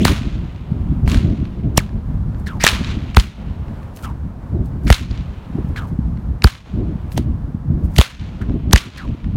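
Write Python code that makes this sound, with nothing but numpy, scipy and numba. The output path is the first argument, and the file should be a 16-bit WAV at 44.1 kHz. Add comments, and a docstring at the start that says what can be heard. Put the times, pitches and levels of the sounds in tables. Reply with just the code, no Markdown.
"""Bullwhips crack on an open lawn, some metres from a phone whose microphone is buffeted by wind.
Each tip shrieks up through the sound barrier; its shock overloads the input into a falling thump,
slaps back off walls and scatters in the trees. Between cracks the thongs whistle, tick and drag through
dry grass, over a bed of distant traffic and leaves. The heaviest blows clip, and the gain control
ducks after them."""
import sys
import numpy as np
from scipy import signal
from scipy.fft import rfft, irfft
from scipy.io import wavfile
from scipy.ndimage import uniform_filter1d, minimum_filter1d
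from numba import njit

SR = 44100
rng = np.random.default_rng(int(sys.argv[2]) if len(sys.argv) > 2 else 0)


def to_wav(sig):
    """Store sig (one row per channel, or 1-D mono) as 16-bit WAV at the path in sys.argv[1].

    Samples outside -1..1 are clipped; the rate is SR.
    """
    pcm = np.clip(np.atleast_2d(sig), -1, 1) * 32767
    pcm = np.round(pcm).astype(np.int16)
    wavfile.write(sys.argv[1], SR, pcm.T)  # frames by channels


N = 412776

# tone of the traffic and leaves: (frequency [Hz], relative density [dB])
PARK_SPECTRUM = [(90, -8), (190, 4), (270, -3.4), (400, -1.5), (994, -5), (1720, -14.5), (1850, -17.5),
                 (2660, -24.5), (3830, -28), (6130, -34.5), (15000, -40.5)]
# tone of the wind rumble: (frequency [Hz], relative density [dB])
WIND_SPECTRUM = [(12, -51), (20, -17.5), (43, -5.5), (59, 0), (103, -5), (145, -6), (236, -7.5),
                 (369, -15.5), (475, -29.5), (700, -30.5), (910, -60.5), (1540, -120)]
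# wind level ride: (time [s], level [dB], upper band against the lows [dB])
WIND_GUSTS = [(0, -12, 2.5), (.2, -21.5, -2), (.65, -23.5, -9.5), (.72, -23, 6), (.9, -12, -12.5),
              (1.1, -17, -4.5), (1.4, -18, -1.5), (1.6, -22, -5), (1.75, -17, 1.5), (1.95, -24, -12),
              (2.2, -14.5, -11), (2.4, -22.5, -9.5), (2.75, -21.5, -6.5), (2.9, -13.5, -8.5),
              (3.15, -19.5, -4), (3.451, -24.5, -15), (3.9, -27, -13.5), (4.3, -26, -11.5),
              (4.65, -19, -2.5), (5.1, -18, -8), (5.399, -31.5, -15.5), (5.55, -22, -1),
              (6.0, -17.5, -11.5), (6.301, -22, -6.5), (6.7, -30, -14), (6.75, -18.5, -1.5),
              (7.1, -23.5, -4.5), (7.3, -17, -5.5), (7.6, -22.5, -9), (7.72, -16, -10.5),
              (7.87, -18.5, -4.5), (7.95, -23, -10), (8.321, -25, -17), (8.45, -16.5, -2.5),
              (8.7, -17.5, -2.5), (9.0, -30.5, -3.5), (9.12, -19, -8.5), (9.198, -26.5, -18),
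              (9.35, -10.5, -11)]
# single eddies hitting the microphone port: (time [s], level [dB], pitch [Hz])
EDDY_THUDS = [(0.21, -12, 188), (0.36, -14, 160), (0.715, -5, 140), (0.919, -6, 192), (1.165, -2, 63.7),
              (1.243, -6, 134), (1.424, -8.5, 201), (2.968, -11, 210), (4.859, -9.5, 206),
              (5.498, -16, 172), (5.55, -9, 170), (5.584, -9.5, 248), (5.643, -10, 158), (5.987, -4, 170),
              (6.736, -10.5, 150), (6.952, -10, 146.5), (7.544, -9, 175), (7.7, -6.5, 132),
              (8.403, -18.5, 225), (9.145, -19, 242)]
# thong dragged through dry grass: (time it whips free [s], level [dB], drag length [s])
GRASS_DRAGS = [(2.401, -57, 0.06), (3.83, -62, 0.061), (3.971, -41.5, 0.03), (4.035, -42.5, 0.038),
               (4.661, -54, 0.029), (4.861, -48, 0.047), (5.698, -60, 0.092), (5.874, -53, 0.0054),
               (7.122, -45, 0.021), (7.15, -54, 0.11), (7.856, -55, 0.057), (7.95, -50, 0.085)]
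# thong swishes: (time [s], length [s], first pitch [Hz], last pitch [Hz], whistle level [dB],
# hiss level [dB], hiss half-length [s])
THONG_SWINGS = [(.001, 0.08, 2530, 3630, -30.5, -41, 0.024), (1.779, 0.036, 2950, 1205, -22, -32, 0.013),
                (2.46, 0.14, 1887, 703, -30.5, -41, 0.019), (2.598, 0.12, 2030, 2356, -22, -34.5, 0.03),
                (4.031, 0.1, 1400, 848, -30.5, -41, 0.02), (4.865, 0.07, 1800, 2105, -26.5, -35.5, 0.027),
                (1.059, 0.022, 2500, 4530, -41, -54, 0.01), (7.163, 0.011, 1940, 4450, -35, -42, 0.022),
                (7.955, 0.026, 2513, 3000, -52.5, -33, .015),
                (5.758, 0.038, 1426, 2670, -31.5, -45.5, 0.014), (5.767, 0.1, 1826, 870, -29, -46, 0.022),
                (8.41, 0.033, 1284, 2020, -32, -50, 0.012), (8.971, 0.105, 2200, 797, -31, -40, 0.011)]
# thong ticking on grass or itself: (time [s], level [dB], centre [Hz])
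THONG_TICKS = [(0.3306, -38, 2880), (0.561, -39, 2790), (1.4533, -29.5, 1560), (1.892, -35, 1510),
               (2.3464, -36.5, 1440), (2.8458, -17, 3480), (3.6823, -36, 1385), (3.8296, -40, 1890),
               (3.9718, -36.5, 2650), (3.9905, -33, 1270), (5.1112, -23, 4440), (5.176, -26.5, 3190),
               (6.1735, -39.5, 1405), (6.5512, -21, 1230), (7.119, -28, 2650), (8.1963, -26, 3480),
               (8.4956, -32, 1310), (8.9355, -29, 3560), (9.077, -33, 1900), (9.2433, -30, 1740)]
# slapback off walls and poles: (time [s], level [dB], centre [Hz], t60 [s])
WALL_SLAPS = [(0.08, -6.5, 1050, 0.019), (1.098, -22, 3620, 0.013), (1.116, -19, 2820, 0.031),
              (1.145, -14.5, 1270, 0.014), (1.172, -23, 2290, 0.019), (1.801, -28, 3576, 0.015),
              (2.649, -5.5, 2770, 0.012), (2.666, 13.5, 1730, 0.01), (2.676, -1.5, 3087, 0.016),
              (2.687, -5, 2540, 0.016), (3.198, -12, 2450, 0.028), (4.926, -1.5, 2700, 0.015),
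              (4.944, -14, 4170, 0.027), (6.472, -14.5, 1110, 0.033), (8.013, 6.5, 1073, 0.0069),
              (8.76, 0.5, 1630, 0.015), (8.775, -12, 2960, 0.065)]
# colour of the tree tail and its loss in air: (low edge [Hz], high edge [Hz], level [dB], loss [dB/s])
SCATTER_BANDS = [(400, 770, -15, 27), (924, 1650, -7, 9), (1830, 3240, -6.5, -1.5), (3240, 4400, -9, 11.5),
                 (4530, 7000, -13.5, 18), (6600, 6900, -24.5, 36), (7560, 11000, -13, 87.5),
                 (11800, 16000, -15, 125)]
# the tip breaks the sound barrier in several kinks: (delay [s], relative level [dB], N-wave length [s])
SHOCK_KINKS = [(.0005, -4.5, .0002), (.0014, 0.15, .001), (.0037, -5.5, .0002)]
# whip cracks: (time [s], thump level [dB], thump decay [s], shock level [dB], shriek level [dB],
# shriek pitch [Hz], lawn bounce [dB], pre-tick level [dB], scatter gain [dB], extra late scatter [dB],
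# tree-line swell [dB])
WHIP_CRACKS = [(0.0519, 3, 0.0091, 2.5, -7, 3855, -1.5, -32, -15, -0.9, 3.5),
               (1.0767, -11, 0.0088, -17, -50, 2980, -9.5, -50, -26, 6.5, 0),
               (1.7775, 6.5, 0.0069, 4.5, -2, 5500, -0.5, -54.5, -31.5, -7, 2.1),
               (2.6399, 1.5, 0.0053, 5.5, -8.5, 6300, 1, -55, -10, -0.9, 8),
               (3.169, 6.5, 0.028, -12.5, -9, 3740, 9.5, -15.5, -18, -2.5, -4),
               (4.9018, 6, 0.028, 1, -32.5, 3920, 0.5, -20, -14, -3, 4),
               (6.4435, 7, 0.025, -6.5, -8, 4090, 4, -17, -20.5, -0.5, 0.5),
               (7.177, -6, 0.0093, -7.5, -23, 6000, -12, -50.5, -30, -25, 8),
               (7.9856, 8.5, 0.022, -0.5, -5.5, 4100, -5, -15.5, -11, -4.5, 0.5),
               (8.7331, 5.5, 0.031, 3.5, 2.5, 4770, 2, -24, -17, 0.5, 6)]

PARK_DB, BUFFET_DB, BUFFETS_PER_S, THUD_CYCLES = -43.5, 1.59, 22, 1.9
DRAG_RISE_DB, FREE_T60_S = 23, .14
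WAVER_RISING, WAVER_FALLING = .2, .085  # a thong gaining speed hisses, a slowing one whistles
NEAR_FROM_S, NEAR_DB, NEAR_DB_PER_S = .054, -7.5, 152
FAR_DB, FAR_DB_PER_S = -23, 17.5
TREE_LINE_S, TREE_LINE_SPREAD_S = .27, .047
SHRIEK_LEAD_S, PRE_TICK_LEAD_S = .0012, .022
DUCK_FROM_DB, DUCK_POWER, DUCK_HOLD_S, DUCK_TREBLE_SHARE = -4.5, 2.9, .16, .4
RECOVER_S, RECOVER_SHARE, TOP_HZ = .41, .9, 16000


def undb(db):
    return 10 ** (np.asarray(db) / 20)


def unit(x):
    return x / np.sqrt(np.mean(x ** 2))


def add(out, s, x):
    """Mix x in from time s."""
    i = max(int(s * SR), 0)
    out[i:i + len(x)] += x[:N - i]


def shaped_noise(spectrum):
    """Noise EQ'd through (Hz, dB) points, rms 1."""
    hz, db = np.transpose(spectrum)
    bins_hz = np.arange(N // 2 + 1) * SR / N + 1
    eq = undb(np.interp(np.log(bins_hz), np.log(hz), db))
    return unit(irfft(rfft(rng.standard_normal(N)) * eq, N))


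def wander(rate):
    """Random modulator: levels held 1 / rate s and slewed twice."""
    hold = int(SR / rate)
    steps = np.repeat(rng.standard_normal(N // hold + 1), hold)
    return unit(uniform_filter1d(uniform_filter1d(steps, hold), hold)[:N])


@njit
def bandpass(x, hz, q):
    """State-variable band-pass."""
    y, band, low = np.empty(len(x)), 0., 0.
    g = np.tan(np.pi * hz / SR)
    for i in range(len(x)):
        v = (band + g * (x[i] - low)) / (1 + g * (g + 1 / q))
        band, low, y[i] = 2 * v - band, low + 2 * g * v, v / q
    return y


def noise_band(count, hz, q):
    """Noise around hz, rms 1."""
    return unit(bandpass(rng.standard_normal(count), float(hz), q))


def burst(db, hz, t60, top_hz):
    """A sharp puff of noise dying in t60; rough surfaces dull its top."""
    t = np.arange(int(t60 * SR) + 30) / SR
    puff = noise_band(len(t), hz, q=1.6) + .3 * rng.standard_normal(len(t))
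    dull = signal.butter(3, top_hz, fs=SR)
    return signal.lfilter(*dull, undb(db - 60 * t / t60) * puff)


def whistle(hz, waver):
    """A tone along hz whose pitch and strength waver with the shed vortices."""
    bend, flutter = [unit(uniform_filter1d(rng.standard_normal(len(hz)), 60)) for _ in range(2)]
    phase = 2 * np.pi * np.cumsum(hz * (1 + waver * bend)) / SR
    return np.sin(phase) * undb(4.5 * flutter)


def park():
    """A bed of distant traffic and leaves, swelling slowly."""
    return undb(PARK_DB + 1.3 * wander(1.5) + .8 * wander(12)) * shaped_noise(PARK_SPECTRUM)


def wind():
    """Eddies rumble on the microphone port; the upper band comes in short lumps."""
    s, level_db, upper_db = np.transpose(WIND_GUSTS)
    t = np.arange(N) / SR
    eddies = shaped_noise(WIND_SPECTRUM)
    low = signal.sosfilt(signal.butter(2, 200, fs=SR, output="sos"), eddies)
    lumps, buffets = wander(35), BUFFET_DB * wander(BUFFETS_PER_S)
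    upper = unit((eddies - low) * undb(4.5 * lumps + 2.2 * buffets))
    low = unit(low * undb(3.1 * lumps + 1.1 * wander(17) + buffets))
    return undb(np.interp(t, s, level_db)) * (low + undb(np.interp(t, s, upper_db)) * upper)


def eddy_thuds():
    """Single eddies hit the port, each a soft thud of about two pressure cycles."""
    out = np.zeros(N)
    for s, db, hz in EDDY_THUDS:
        t = np.arange(int(THUD_CYCLES / hz * SR)) / SR
        add(out, s, undb(db) * np.hanning(len(t)) * np.sin(2 * np.pi * hz * t))
    return out


def grass_rustle():
    """Blades rustle ever louder under the dragged thong and fall still once it is free."""
    out = np.zeros(N)
    for s, db, drag_s in GRASS_DRAGS:
        t = np.arange(-2 * drag_s, FREE_T60_S, 1 / SR)
        blades = undb(4.4 * np.repeat(rng.standard_normal(len(t) // 120 + 1), 120)[:len(t)])
        shape_db = np.where(t < 0, DRAG_RISE_DB * t / drag_s, -60 * t / FREE_T60_S)
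        add(out, s + t[0], undb(db + shape_db) * unit(blades * noise_band(len(t), 9000, q=.21)))
    return out


def thongs():
    """A vortex whistle glides with the speed of the thong, layered with tip hiss and light ticks."""
    out = np.zeros(N)
    for s, length, first_hz, last_hz, whistle_db, hiss_db, hiss_s in THONG_SWINGS:
        progress = np.linspace(0, 1, int(length * SR))
        glide_hz = first_hz * (last_hz / first_hz) ** progress
        body = whistle(glide_hz, WAVER_RISING if last_hz > first_hz else WAVER_FALLING)
        thin_end = .49 * whistle(2.2 * glide_hz, waver=.16) * (1 - progress) ** 2
        fades = np.minimum(1, 12 * progress) * np.minimum(1, 8 * (1 - progress))
        add(out, s, undb(whistle_db - 11 * progress) * fades * (body + thin_end))
        swell = np.hanning(int(2 * hiss_s * SR))
        add(out, s - .2 * hiss_s, undb(hiss_db) * swell * noise_band(len(swell), 4500, q=.8))
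    for s, db, hz in THONG_TICKS:
        add(out, s, burst(db, hz, t60=.012, top_hz=4800))
    return out


def tree_scatter(t, scatter_db, late_db, swell_db):
    """The one-second tail: near crowns answer first and fade fast, the far wood lingers."""
    grain = undb(2 * np.repeat(rng.standard_normal(SR // 150), 150))  # single trunks and branches
    scatter = 0
    for low_hz, high_hz, db, loss_db_per_s in SCATTER_BANDS:
        sos = signal.butter(2, [low_hz, high_hz], "band", fs=SR, output="sos")
        echoes = unit(signal.sosfilt(sos, grain * rng.standard_normal(SR)))
        scatter += undb(db - loss_db_per_s * t) * echoes
    near = undb(NEAR_DB - NEAR_DB_PER_S * np.maximum(t - NEAR_FROM_S, 0))
    far = undb(FAR_DB - FAR_DB_PER_S * t)
    tree_line = np.exp(-((t - TREE_LINE_S) / TREE_LINE_SPREAD_S) ** 2)  # far trees answer together
    ride_db = scatter_db + late_db * np.minimum(t / .1, 1) + swell_db * tree_line
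    fade_out = np.minimum(1, 10 * (1 - t))
    return undb(ride_db) * (near + far) * fade_out * scatter


def overload_thump(t, decay_s):
    """The overloaded input's high-pass stages swing back ever slower: a thump that drops in pitch."""
    attack = 1 - np.exp(-(t / .003) ** 2)
    return np.cos(np.pi * np.sqrt(960 * t)) * attack * np.exp(-(t / decay_s) ** 2)


def tip_shriek(t, hz):
    """The tip speeds up: a fast riser that peaks at t = 0, passing through hz, and is cut off."""
    swell = np.exp(-np.abs(t) / .0014) + .06 * np.exp(-np.abs(t) / .0077)
    tone = whistle(hz * np.exp(t / .0065), waver=.05)
    return swell * (tone + .35 * noise_band(len(t), 7000, q=.6))


def whip_cracks():
    """The supersonic tip snaps in N-shaped shocks, layered with shriek, thump, tree tail and slapback."""
    out, t = np.zeros(N), np.arange(SR) / SR
    run_up = np.arange(-.03 * SR, .003 * SR) / SR
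    for s, thump_db, thump_s, shock_db, shriek_db, shriek_hz, lawn_db, tick_db, *tail in WHIP_CRACKS:
        add(out, s - SHRIEK_LEAD_S + run_up[0], undb(shriek_db) * tip_shriek(run_up, shriek_hz))
        for delay, db, length in SHOCK_KINKS:
            n_wave = np.linspace(1, -1, int(length * SR) + 2)
            add(out, s + delay, undb(shock_db + db) * n_wave)
        add(out, s, undb(thump_db) * overload_thump(t, thump_s))
        add(out, s + .0005, burst(lawn_db, hz=1100, t60=.008, top_hz=3000))  # bounce off the lawn
        add(out, s - PRE_TICK_LEAD_S, burst(tick_db, hz=2200, t60=.009, top_hz=8000))
        add(out, s, tree_scatter(t, *tail))
    for s, db, hz, t60 in WALL_SLAPS:
        add(out, s, burst(db, hz, t60, top_hz=8000))
    return out


def scene():
    """Mono mix of the whips, the wind and the park bed."""
    return (whip_cracks() + thongs() + grass_rustle() + wind() + eddy_thuds() + park())[None]


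def record(dry):
    """Gain control too slow for the blow ducks the bass most; then hard clipping and a steep top cut."""
    envelope = uniform_filter1d(np.abs(dry[0]), int(.03 * SR))
    target = np.minimum(1, undb(DUCK_FROM_DB) / envelope) ** DUCK_POWER
    held = minimum_filter1d(target, int(DUCK_HOLD_S * SR))
    lag = int((DUCK_HOLD_S / 2 + .03) * SR)
    gain = uniform_filter1d(np.r_[np.ones(lag), held[:-lag]], int(.025 * SR))
    pole = np.exp(-1 / (RECOVER_S * SR))
    slow_release = np.exp(RECOVER_SHARE * signal.lfilter([1 - pole], [1, -pole], np.log(gain)))
    bass = signal.sosfiltfilt(signal.butter(1, 1000, fs=SR, output="sos"), dry)
    ducked = gain * bass + slow_release * gain ** DUCK_TREBLE_SHARE * (dry - bass)
    top_cut = signal.ellip(8, .2, 70, TOP_HZ, fs=SR, output="sos")
    return signal.sosfilt(top_cut, np.clip(ducked, -1, 1))


dry = scene()
out = record(dry)
to_wav(out)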